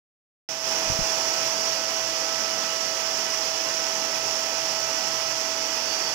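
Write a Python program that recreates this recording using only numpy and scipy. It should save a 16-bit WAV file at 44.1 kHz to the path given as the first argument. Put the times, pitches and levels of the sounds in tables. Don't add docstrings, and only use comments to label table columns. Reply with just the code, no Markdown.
import sys
import numpy as np
from scipy import signal
from scipy.fft import rfft, irfft
from scipy.io import wavfile

SR = 44100
rng = np.random.default_rng(int(sys.argv[2]) if len(sys.argv) > 2 else 0)


def unload_wav(signal):
    wavfile.write(
        sys.argv[1],
        SR,
        np.round(np.clip(np.atleast_2d(signal).T, -1, 1) * 32767).astype(np.int16),
    )


N = 270774

START_S, OPENING_DB = .488, -3.5
HAND_ON_S, HAND_SETTLE_S, HAND_OFF_S, HAND_RELEASE_S = .638, 0.034, 1.71, 0.096
SHAFT_HZ, SAG_FROM_S, SAG_HZ_PER_S = 653.6, 2.5, .38


def cup_hiss(gain_db):
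    # f/Hz, relative density/dB
    spectrum = [(2500, -39), (4000, -16.5), (4700, -8), (5150, 0.5), (5900, 1), (6350, -6), (7100, -8.5),
                (7750, -19), (9300, -25), (10100, -23), (10800, -27), (14100, -26), (14850, -21.5),
                (15500, -28)]
    return from_db(gain_db) * turbulence(spectrum, [])


def hose_rush(gain_db):
    # f/Hz, relative density/dB
    spectrum = [(25, -28), (90, -17), (200, -15.5), (380, -6.5), (570, -6), (700, -4.5), (770, 1.5),
                (1000, 1.5), (1200, -3), (1800, -1.5), (2900, -0.5), (3350, -1), (3800, -8), (4300, -3),
                (8000, -25)]
    # f/Hz, width/Hz, lift/dB
    resonances = [(122, 11.4, 15), (154.7, 12, 11.5), (197.1, 13, 14.5), (241, 6.9, 15),
                  (287.5, 14.6, 11.5), (324, 16.5, 10.5), (396, 36, 5.5), (474, 16, 5.5), (525, 26, 9),
                  (612, 22, 5), (814, 34, 1.5), (918, 25, 3), (1044, 17, 3.5), (1506, 18, 7.5),
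                  (1764, 33, 3.5), (2500, 11, 7.5), (2530, 16, 6.5), (2695, 17, 8), (2934, 28, 7.5),
                  (3460, 20, 8.5), (4950, 28, 16.5)]
    return from_db(gain_db) * turbulence(spectrum, resonances)


def airflow(sag_hz, hand, loss_db_per_hz=0.1):
    flow_db = 0.1 * drift(5.0) - loss_db_per_hz * sag_hz
    flutter = drift(26)
    hiss = cup_hiss(gain_db=-31 + flow_db + 1.3 * hand + 0.5 * flutter)
    rush = hose_rush(gain_db=-34 + flow_db + 0.84 * hand + 0.45 * flutter)
    return hiss + rush


def turbulence(spectrum, resonances, left_lag_s=0.00014):
    # f/Hz, left minus right/dB
    balance = [(120, -6.5), (280, -5.5), (450, -0.5), (650, -0.5), (1000, -5.5), (1700, -7.5), (2600, -11),
               (3400, -15), (4500, -15.5), (5300, -24), (6200, -29), (7200, -20.5), (9000, -15),
               (12000, -10), (15000, -10)]
    # f/Hz, likeness (0 to 1)
    likeness = [(30, .4), (120, 0.87), (330, 1), (450, 0.77), (750, 0.89), (1100, 0.11), (1900, 0.39),
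                (2600, 0.12), (9000, .05)]
    hz = np.arange(N // 2 + 1) * SR / N
    colour = from_db(at_hz(spectrum, hz))
    power_lift = 1 + sum((from_db(db) ** 2 - 1) / (1 + (2 * (hz - centre) / width) ** 2) ** 2
                         for centre, width, db in resonances)
    right, unrelated = rfft(rng.standard_normal((2, N))) * colour * np.sqrt(power_lift)
    alike = at_hz(likeness, hz)
    delay = np.exp(-2j * np.pi * hz * left_lag_s)
    left = alike * right * delay + np.sqrt(1 - alike ** 2) * unrelated
    left *= from_db(at_hz(balance, hz))
    pair = irfft(np.array([left, right]) * reflections(hz), N)
    return pair / np.std(pair.mean(axis=0))


def motor(sag_hz, hand, jitter=0.00039, side_tone_hz=1184, fade_db_per_s=4.5):
    # multiple, kind, level within kind/dB, left minus right/dB, left lag/rad
    orders = [(1, "hum", -1.5, -6, 0.95), (2, "overtone", -0.5, -5.5, 0.89),
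              (3, "overtone", -4, -10.5, 1.33), (7, "whine", 1, -30, 2), (14, "hum", -30, -12, 0),
              (21, "hum", -32, -10, 0)]
    # t/s, length/s, gain/dB
    whine_swells = [(.4, 0.71, -6), (1.1, 0.19, 2), (1.45, 0.43, 4), (2.8, 0.22, 3.5), (3.1, 1.0, -2.5),
                    (4.26, .1, 4), (4.6, .25, 2), (5.4, .25, 4.5), (5.83, .5, 9.5)]
    # t/s, length/s, gain/dB
    overtone_swells = [(.4, 0.78, -3), (2.25, .5, 2.5), (3.25, .5, -1.5), (4.7, 0.67, 1)]
    speed_hz = (SHAFT_HZ - sag_hz) * (1 + jitter * drift(8.9))
    angle = 2 * np.pi * np.cumsum(speed_hz) / SR
    fade_db = fade_db_per_s * since(5.5)
    kind_db = {"hum": -33.4 + 1.1 * hand - fade_db,
               "overtone": -41.5 + swells(overtone_swells) - fade_db,
               "whine": -42.5 + swells(whine_swells)}
    side_phase = angle * side_tone_hz / np.mean(speed_hz)
    pair = tone(side_phase, level_db=-48, balance_db=-11, lag=1.0, waver_db=1.5)
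    for multiple, kind, db, balance_db, lag in orders:
        waver_db = 0.06 if multiple == 1 else 1.5
        pair += tone(multiple * angle, kind_db[kind] + db, balance_db, lag, waver_db)
    return pair


def tone(phase, level_db, balance_db, lag, waver_db):
    left = from_db(balance_db + waver_db * drift(5.1)) * np.sin(phase - lag)
    right = from_db(waver_db * drift(6.5)) * np.sin(phase)
    return np.sqrt(2) * from_db(level_db) * np.array([left, right])


def finger_bumps():
    # t/s, starting level/dB, f/Hz, time to fall 60 dB/s
    bumps = [(.877, -26, 50, .035), (.9, -12.5, 131, 0.025), (0.909, -31, 70, .055), (0.92, -16, 90, 0.028),
             (.951, -22, 110, 0.015), (0.9899, -15.5, 160, 0.041), (1.0, -27, 35, .08),
             (1.015, -16, 34, 0.062)]
    pair = np.zeros((2, N))
    for start_s, db, hz, t60 in bumps:
        age = np.minimum(since(start_s), 3 * t60)
        decay = np.exp(-np.log(1000) * age / t60)
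        pair[0] += from_db(db) * decay * np.sin(2 * np.pi * hz * age)
    return pair


def cupped_hand(cleaner, hand):
    # t/s, length/s, rumble gain/dB
    rubs = [(.7, .42, 16), (1.5, .22, 9)]
    rumble_band = signal.butter(2, [12, 50], "band", fs=SR, output="sos")
    rumble = rms_one(signal.sosfilt(rumble_band, rng.standard_normal(N)))
    left = cleaner[0] * from_db(-0.65 + 2 * hand)
    left += from_db(-75 + swells(rubs)) * rumble
    return np.array([left, cleaner[1]])


def reflections(hz, share=0.21, count=14):
    taps = np.zeros((2, N))
    for side in taps:
        signs = rng.choice([-1, 1], count)
        delays_s = rng.uniform(.002, .03, count)
        side[(delays_s * SR).astype(int)] = signs / np.sqrt(count)
    echo = share * hz ** 2 / (hz ** 2 + 1300 ** 2)
    return (1 + echo * rfft(taps)) / np.sqrt(1 + echo ** 2)


def from_db(db):
    return 10 ** (np.asarray(db) / 20)


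def rms_one(x):
    return x / np.sqrt(np.mean(x ** 2) + 1e-20)


def at_hz(points, hz):
    f, value = np.transpose(points)
    return np.interp(np.log(hz + 1), np.log(f), value)


def drift(rate_hz):
    hz = np.arange(N // 2 + 1) * SR / N
    return rms_one(irfft(rfft(rng.standard_normal(N)) / (1 + (hz / rate_hz) ** 2), N))


def since(start_s):
    return np.maximum(np.arange(N) / SR - start_s, 0)


def ramp(start_s, length_s):
    return np.minimum(since(start_s) / length_s, 1)


def swells(rows, edge_s=0.056):
    return sum(db * (ramp(s, edge_s) - ramp(s + length, edge_s)) for s, length, db in rows)


def scene():
    settled = ramp(HAND_ON_S, HAND_SETTLE_S)
    hand = settled - ramp(HAND_OFF_S, HAND_RELEASE_S)
    sag_hz = SAG_HZ_PER_S * since(SAG_FROM_S)
    cleaner = airflow(sag_hz, hand) + motor(sag_hz, hand)
    level = ramp(START_S, 0.0012) * from_db(OPENING_DB * (1 - settled))
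    return level * (cupped_hand(cleaner, hand) + finger_bumps())


def record(dry, cutoff_hz=15750):
    return signal.sosfilt(signal.ellip(12, .1, 80, cutoff_hz, fs=SR, output="sos"), dry)


dry = scene()
out = record(dry)
unload_wav(out)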